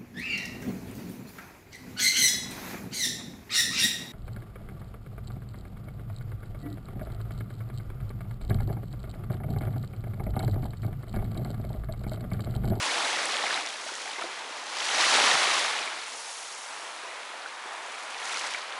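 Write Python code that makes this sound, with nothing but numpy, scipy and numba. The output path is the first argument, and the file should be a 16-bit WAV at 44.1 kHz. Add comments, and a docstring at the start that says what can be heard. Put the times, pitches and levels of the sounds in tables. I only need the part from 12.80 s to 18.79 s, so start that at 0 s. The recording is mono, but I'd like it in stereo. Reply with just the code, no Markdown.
"""Small waves on a shell and sand beach

Breakers a few steps away are clouds of ringing bubbles, each a damped sinusoid with a rising pitch.
Their foam hisses as a denser cloud of finer bubbles, and single bubbles and drops pop out of it.
Other wavelets along the shore make a dull, wide wash of filtered noise with drifting patches.
A very faint low rumble lies beneath; two microphones cut the bass steeply and limit the band."""
import sys
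import numpy as np
from scipy import signal
from scipy.io import wavfile
from scipy.ndimage import uniform_filter1d
from numba import njit

SR = 44100
rng = np.random.default_rng(int(sys.argv[2]) if len(sys.argv) > 2 else 0)


def inscribe(sig):
    """Save sig as 16-bit PCM at rate SR to the path in sys.argv[1].

    A 1-D sig is mono; a 2-D sig holds one channel per row.
    Samples are clipped to [-1, 1] before scaling.
    """
    pcm = np.round(np.clip(np.atleast_2d(sig).T, -1, 1) * 32767)
    wavfile.write(sys.argv[1], SR, pcm.astype(np.int16))


N = 264159

# In all tables a positive left-right level means louder on the left; levels precede the low cut.
# Surges of bubbling water: three breakers, their crests tipping and plunging, a small lap, two backwashes.
# Each row: time of full strength in seconds, level in dB, rise in dB/s, hold in seconds, initial fall in dB/s,
# extra level of the big bubbles in dB, left-right in dB, extra width in dB,
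# level shift by splashing in dB (halved in use; negative lowers the level at a slap).
BREAKER_SURGES = [(0.0, -29.5, 50, .76, 72, 3.5, -1, -12.5, -0.3),
                  (.15, -34.5, 87, 0.032, 45, 14, -4, -14, -4), (.9, -40, 22, 0.88, 31, 6.5, -0.5, -8, 2.5),
                  (1.41, -42, 68, 0.014, 87, 16, 11, -9, 6), (2.0, -34.5, 93, 0.055, 33, 2, -3, -4, 2),
                  (2.22, -23.5, 55, .5, 23.5, -2.5, 0.5, -10, -1.5),
                  (2.34, -27, 72, 0.13, 90, 20, 0, -9, 0), (3.95, -44.5, 6.5, 1.6, 19, 5, 3.5, -7, 2),
                  (5.52, -33.5, 59, .13, 23, -3.5, -2, -11, 1.2)]
# Surges of hissing foam.
# Each row: time of full strength in seconds, level in dB, rise in dB/s, hold in seconds, initial fall in dB/s,
# extra level of the finest bubbles in dB, left-right in dB, extra width in dB,
# level shift by splashing in dB (negative lowers the level at a slap).
FOAM_SURGES = [(0.0, -33, 50, 0.068, 9, -4, -2, -16, 1.5), (1.08, -39.5, 23, 0.09, 14, -5, 1, -9.5, 1),
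               (2.08, -35, 85, 0.055, 30, -10, -3, -12, 1),
               (2.24, -25, 43, 0.21, 30, -8.5, -0.5, -13.5, 1.8), (2.6, -34.5, 32, 0.21, 55, -1, 2, -10, 2),
               (3.38, -41.5, 29, 0.18, 10.5, 4, 0, -9.5, -0.8), (5.3, -52.5, 6, .1, 32, 3.5, -4, -9, 3),
               (5.46, -40, 150, 0.13, 63, -2.5, 0, -9, 2.5), (5.7, -46.5, 60, 0.035, 150, -5, 3, -3, 3.5)]
# How strongly each bubble size sounds in a breaker. Each row: pitch in Hz, relative density in dB per Hz.
BREAKER_SPECTRUM = [(30, -58), (100, -70), (170, -49.5), (250, -14.5), (430, -7), (800, 1.5), (1400, 0),
                    (2100, 2), (2900, -2), (3900, -1.5), (6000, -10.5), (11500, -20)]
# The same for the foam. Each row: pitch in Hz, relative density in dB per Hz.
FOAM_SPECTRUM = [(600, -30), (1500, -26), (3000, -3.5), (4500, -1.5), (6000, 0), (8000, -6), (11500, -8)]
# What differs between the microphones, against what they share, for near bubbles.
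# Each row: frequency in Hz, level in dB.
NEAR_DIFFERENCE = [(60, -10), (270, -3.5), (600, -15), (1200, -21), (2500, -7.5), (5400, 0.5), (11000, 3)]
# Wavelets along the shore. Each row: time in seconds, level in dB, left-right in dB.
SHORE_LEVELS = [(0, -39, -5), (.7, -40, 1), (1.1, -47, 12), (1.45, -41.5, 6), (1.85, -41, 0),
                (2.2, -34.5, 5), (2.6, -29.5, 2), (3.0, -35.5, 3), (3.3, -42, 2.5), (3.65, -44, -5.5),
                (3.82, -42.5, -5.5), (3.95, -40, -5.5), (4.12, -39.5, 1), (4.4, -39, 1.5), (4.72, -41, -2),
                (5.0, -37, -1.5), (5.35, -37.5, -1), (5.65, -37, 2), (5.82, -42, -6.5), (5.99, -36, -5)]
# Spectrum of the distant wash. Each row: frequency in Hz, relative density in dB per Hz.
WASH_SPECTRUM = [(30, -50), (100, -57), (210, -23.5), (400, -5.5), (900, 4.5), (1600, 1.5), (2500, -2.5),
                 (3500, -7), (5000, -15.5), (8000, -17.5), (11500, -23)]
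# What differs between the microphones, against what they share, for the wash.
# Each row: frequency in Hz, level in dB.
FAR_DIFFERENCE = [(60, -8), (270, -12), (600, -10), (1200, -2), (2500, -0.5), (5400, -1.5), (11000, -1)]
# Single bubbles and drops. Each row: start in seconds, level in dB before the swell-in, starting pitch in Hz,
# left-right in dB, decay time in cycles.
SINGLE_POPS = [(.3882, -12.5, 1760, -4, 1.2), (.4562, -7.5, 8220, 1, 1.3), (.5685, -15, 3260, 0, 2.3),
               (.6388, -15.5, 786, 0, 2.8), (0.6678, -14, 2150, 0, 2.2), (0.7075, -12, 1600, 2, 1.6),
               (0.729, -16, 1750, 7, 1.6), (0.776, -20, 1750, 3, 1.5), (.7429, -13, 3760, 0, 3.2),
               (.8628, -14, 5530, -2, 1.5), (0.8733, -17, 3690, 1, 2), (.9, -22, 3280, 3, 2.5),
               (1.063, -29, 635, 2, 3.1), (1.091, -25.5, 1390, 6, 3.3), (1.118, -35, 400, 2, 2.2),
               (1.1368, -31, 1900, 8, 4.8), (1.1539, -16, 6450, 5, 1.3), (1.278, -25, 1940, 4, 4),
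               (1.291, -29.5, 863, 2, 6), (1.3097, -31, 3000, 8, 8), (1.332, -31, 3560, 11, 8),
               (1.36, -30.5, 1950, 7, 10), (1.3833, -35, 400, 1, 2.5), (1.422, -22.5, 1305, 11, 4.2),
               (1.4368, -21, 3980, 9, 1.5), (1.4402, -25.5, 640, 5, 3.1), (1.4385, -36, 330, 2, 7.9),
               (1.447, -33, 495, 3, 3), (1.4638, -42, 334, 2, 3.1), (1.6483, -39, 435, -2, 2.3),
               (1.7042, -43.5, 302, 1, 3.5), (1.9861, -16, 4900, -6, 2.2), (2.0036, -19.5, 3230, -3, 6),
               (2.1769, -23, 600, 1, 4.8), (2.202, -13.5, 1060, -1, 2.3), (2.2396, -15.5, 1880, -3, 6),
               (2.3083, -16, 1290, 0, 2.5), (2.4095, -6.5, 860, -3, 0.51), (2.44, -5, 3200, 7, 1.3),
               (2.5135, -11, 3570, 0, 4.5), (2.516, -13.5, 1840, 4, 6.9), (2.535, -32, 125, 1.5, 1.9),
               (2.675, -26, 422, 0, 1.9), (2.7884, -22, 6890, 4, 6.3), (2.9924, -25, 6900, 3, 5.6),
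               (3.058, -22, 7800, -1, 2.5), (3.0765, -18.5, 2160, -2, 3.3), (3.0173, -26, 5120, 2, 9),
               (4.078, -27, 3160, 13, 1.9), (4.2337, -43, 420, 3, 5), (4.6212, -25, 4100, 2, 1.5),
               (4.6598, -22.5, 1450, 6, 2.9), (4.6764, -32, 3870, 6, 5.5), (4.856, -35, 388, -1, 1.5),
               (5.1839, -27, 3910, 2, 1.3), (5.3461, -16.5, 3040, -6, 0.82), (5.381, -23, 5250, -5, 1.5),
               (5.457, -24, 6920, -5, 2.5), (5.4748, -27, 5950, -1, 4), (5.4862, -23, 9800, 1, 2.5),
               (5.4289, -26, 3240, -5, 4.7), (5.4961, -28, 2780, 5, 6), (5.5338, -23, 1310, -4, 2.5),
               (5.712, -25, 6500, 0, 2), (5.9241, -23, 3330, -13, 1.7), (5.5427, -25, 5640, 1, 9),
               (5.5715, -25.5, 1340, -7, 4), (5.5726, -12, 4780, 2, 1.3), (5.5984, -28, 2830, 2, 9),
               (5.6421, -23, 5760, -1, 2.5), (5.6412, -24, 945, 5, 3), (5.6747, -24, 7600, 0, 4),
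               (5.7383, -18, 6130, 2, 1.8), (5.738, -20, 3000, -1, 2.3), (5.7471, -19.5, 2190, 3, 5.7)]

SWELL_CYCLES = .4  # time constant of a bubble's onset, in cycles of its starting pitch
STEEPENS_PER_S = 0.48  # a surge dies faster the longer it has been falling
LOW_CUT_HZ, EDGE_HZ = 163, 11035
RUMBLE_DB, RUMBLE_FOLLOWS = -84.5, .4  # level in dB at mean bubbling; dB of rumble per dB of bubbling


def gain_of(db):
    """Amplitude ratio by the definition of the decibel."""
    return 10 ** (np.asarray(db) / 20)


def evened(x):
    """Normalization to a root-mean-square value of 1."""
    return x / np.sqrt(np.mean(x ** 2) + 1e-20)


def read(points, hz):
    """Linear interpolation of a spectrum in dB along a logarithmic frequency axis."""
    f, value = np.transpose(points)
    return np.interp(np.log(hz + 1), np.log(f + 1), value)


def columns(rows, t):
    """Linear interpolation in time of each column after the first."""
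    s, *rest = np.transpose(rows)
    return [np.interp(t, s, c) for c in rest]


def sides(pan_db):
    """Stereo placement by level difference, split equally between left and right."""
    return gain_of([pan_db / 2, -pan_db / 2])


def drift(shape, span):
    """Slow random variation by repeated averaging of white noise, with rms 1."""
    return evened(uniform_filter1d(uniform_filter1d(rng.standard_normal(shape), span), span))


@njit
def bubble(count, start, hz, cycles, left, right, glide, swell_cycles, rate):
    """Damped oscillation: a bubble swells quickly, then rings out, rising in pitch as it nears the surface."""
    out = np.zeros((2, count))
    for k in range(len(hz)):
        step = hz[k] / rate  # cycles per sample
        ring = 1 + 0j
        turn = np.exp(step * (2j * np.pi - 1 / cycles[k]))
        # per starting cycle, the pitch rises by 2 * glide of its starting value
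        rise = np.exp(4j * np.pi * glide * step ** 2)
        lack, fill = 1., np.exp(-step / swell_cycles)
        end = min(start[k] + int(4 * cycles[k] / step), count)
        for n in range(start[k], end):
            value = (1 - lack) * ring.imag
            out[0, n] += left[k] * value
            out[1, n] += right[k] * value
            ring, turn, lack = ring * turn, turn * rise, lack * fill
    return out


def splashes():
    """Random impulses with exponential decay: water slaps down suddenly and dies in a few ms; rms 1."""
    slaps = (rng.random(N) < 110 / SR) * rng.exponential(1, N)
    fading = signal.lfilter([1], [1, -np.exp(-1 / (0.0027 * SR))], slaps)
    capped = np.tanh(fading / 1.2)  # overlapping slaps do not pile up without end
    return evened(capped - capped.mean())


def swells(rows):
    """Addition of powers: rising, held and falling surges sum, and their other columns are power-weighted."""
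    s, db, rise, hold, fall, *rest = np.transpose(rows)[..., None]
    t = np.arange(0, N + 64, 64) / SR
    before = np.maximum(s - t, 0)
    after = np.maximum(t - s - hold, 0)
    fallen_db = fall * after * (1 + STEEPENS_PER_S * after)
    power = gain_of(db - rise * before - fallen_db) ** 2
    total = power.sum(0)
    slow = [10 * np.log10(total)] + [(power * c).sum(0) / total for c in rest]
    return [np.interp(np.arange(N) / SR, t, c) for c in slow]


def cloud(level_db, spectrum, low_hz, share, spread_db, cycles, big_db, fine_db, width_db, pan_db):
    """Superposition of thousands of bubbles a second, random in size, decay and place; a few are much louder."""
    chances = rng.random((int(16500 * N / SR), 6))
    born = chances[chances[:, 5] < share]
    moment, pitch, luck, ring, place = born[np.argsort(born[:, 0]), :5].T
    at = (moment * N).astype(np.int64)
    hz = low_hz + pitch * (11800 - low_hz)
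    # most burst at once, some ring on
    shortest, longest = cycles
    decay_cycles = shortest * (longest / shortest) ** (ring ** 3)

    weight = gain_of(read(spectrum, hz) - spread_db * np.log(luck + 0.0065))
    weight = weight / np.sqrt(np.sum(weight ** 2) / N)
    big_tilt_db = big_db[at] / (1 + (hz / 600) ** 2)
    fine_tilt_db = fine_db[at] / (1 + (7000 / hz) ** 4)
    # a longer ring starts softer, which offsets the energy its length adds
    equal_energy = 2 * np.sqrt(hz / SR / decay_cycles)
    amplitude = weight * equal_energy * gain_of(level_db[at] + big_tilt_db + fine_tilt_db)

    lean = np.sqrt(3) * (2 * place - 1) * gain_of(read(NEAR_DIFFERENCE, hz) + width_db[at])
    left, right = amplitude * np.array([1 + lean, 1 - lean]) * sides(pan_db[at])
    return bubble(N, at, hz, decay_cycles, left, right, 0.00284, SWELL_CYCLES, float(SR))


def breakers():
    """Bubble resonance: slaps shift many bubbles' level together, up or, where splashing is negative, down."""
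    db, big_db, pan_db, width_db, splash_db = swells(BREAKER_SURGES)
    level_db = db + .5 * splash_db * splashes()
    return cloud(level_db, BREAKER_SPECTRUM, low_hz=110.4, share=.7, spread_db=1.9, cycles=(2., 16.),
                 big_db=big_db, fine_db=0 * db, width_db=width_db, pan_db=pan_db)


def foam():
    """Bubble resonance at higher pitches: many fine bubbles fuse into a fizz."""
    db, fine_db, pan_db, width_db, splash_db = swells(FOAM_SURGES)
    level_db = db + splash_db * splashes()
    return cloud(level_db, FOAM_SPECTRUM, low_hz=1520, share=.8, spread_db=1.14, cycles=(1.8, 16.),
                 big_db=0 * db, fine_db=fine_db, width_db=width_db, pan_db=pan_db)


def shore():
    """Incoherent summation: distance blends the far wavelets into noise with drifting patches."""
    frames, hz = N // 256 + 5, np.fft.rfftfreq(1024, 1 / SR)
    a, b, c, d, patches = rng.standard_normal((frames, 513, 5)).T
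    # smooth the patches over frequency, then time
    patches = uniform_filter1d(patches, size=12, axis=0)
    patches = evened(uniform_filter1d(patches, size=10, axis=1))
    shared = a + 1j * b
    apart = (c + 1j * d) * gain_of(read(FAR_DIFFERENCE, hz))[:, None]
    color = gain_of(read(WASH_SPECTRUM, hz)[:, None] + 1.1 * patches)
    z = np.array([shared + apart, shared - apart]) * color
    wash = evened(signal.istft(z, nperseg=1024, noverlap=768)[1][:, :N])
    level_db, pan_db = columns(SHORE_LEVELS, np.arange(N) / SR)
    return gain_of(level_db) * sides(pan_db) * wash


def rumble():
    """Band-limited noise with amplitude modulation: faint, lumpy, and stronger when the water is loud."""
    shared, left, right = rng.standard_normal((3, N))
    lumps = gain_of(4 * drift(N, span=1500))
    noise = np.array([shared + .3 * left, shared + .3 * right]) * lumps
    band = signal.butter(2, [40, 110], "band", fs=SR, output="sos")
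    low = evened(signal.sosfilt(band, noise))
    water_db = swells(BREAKER_SURGES)[0]
    return gain_of(RUMBLE_DB + RUMBLE_FOLLOWS * (water_db - water_db.mean())) * low


def pops():
    """Damped oscillation of single bubbles and drops, loud enough to stand out of the wash."""
    s, db, hz, pan_db, cycles = np.transpose(SINGLE_POPS)
    left, right = gain_of(db) * sides(pan_db)
    at = (s * SR).astype(np.int64)
    return bubble(N, at, 1. * hz, 1. * cycles, left, right, 0.003, SWELL_CYCLES, float(SR))


def scene():
    """Linear superposition of the near breakers and foam, the far shore and the single pops."""
    return breakers() + foam() + shore() + pops()


def record(dry):
    """Linear filtering: the microphones cut the bass steeply, rumble is added, then the band is limited."""
    low_cut = signal.butter(5, LOW_CUT_HZ, "high", fs=SR, output="sos")
    thin = signal.sosfilt(low_cut, dry) + rumble()
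    band_limit = signal.firwin(3001, EDGE_HZ, window=("kaiser", 8), fs=SR)
    return signal.oaconvolve(thin, band_limit[None], "same")


dry = scene()
out = record(dry)
inscribe(out)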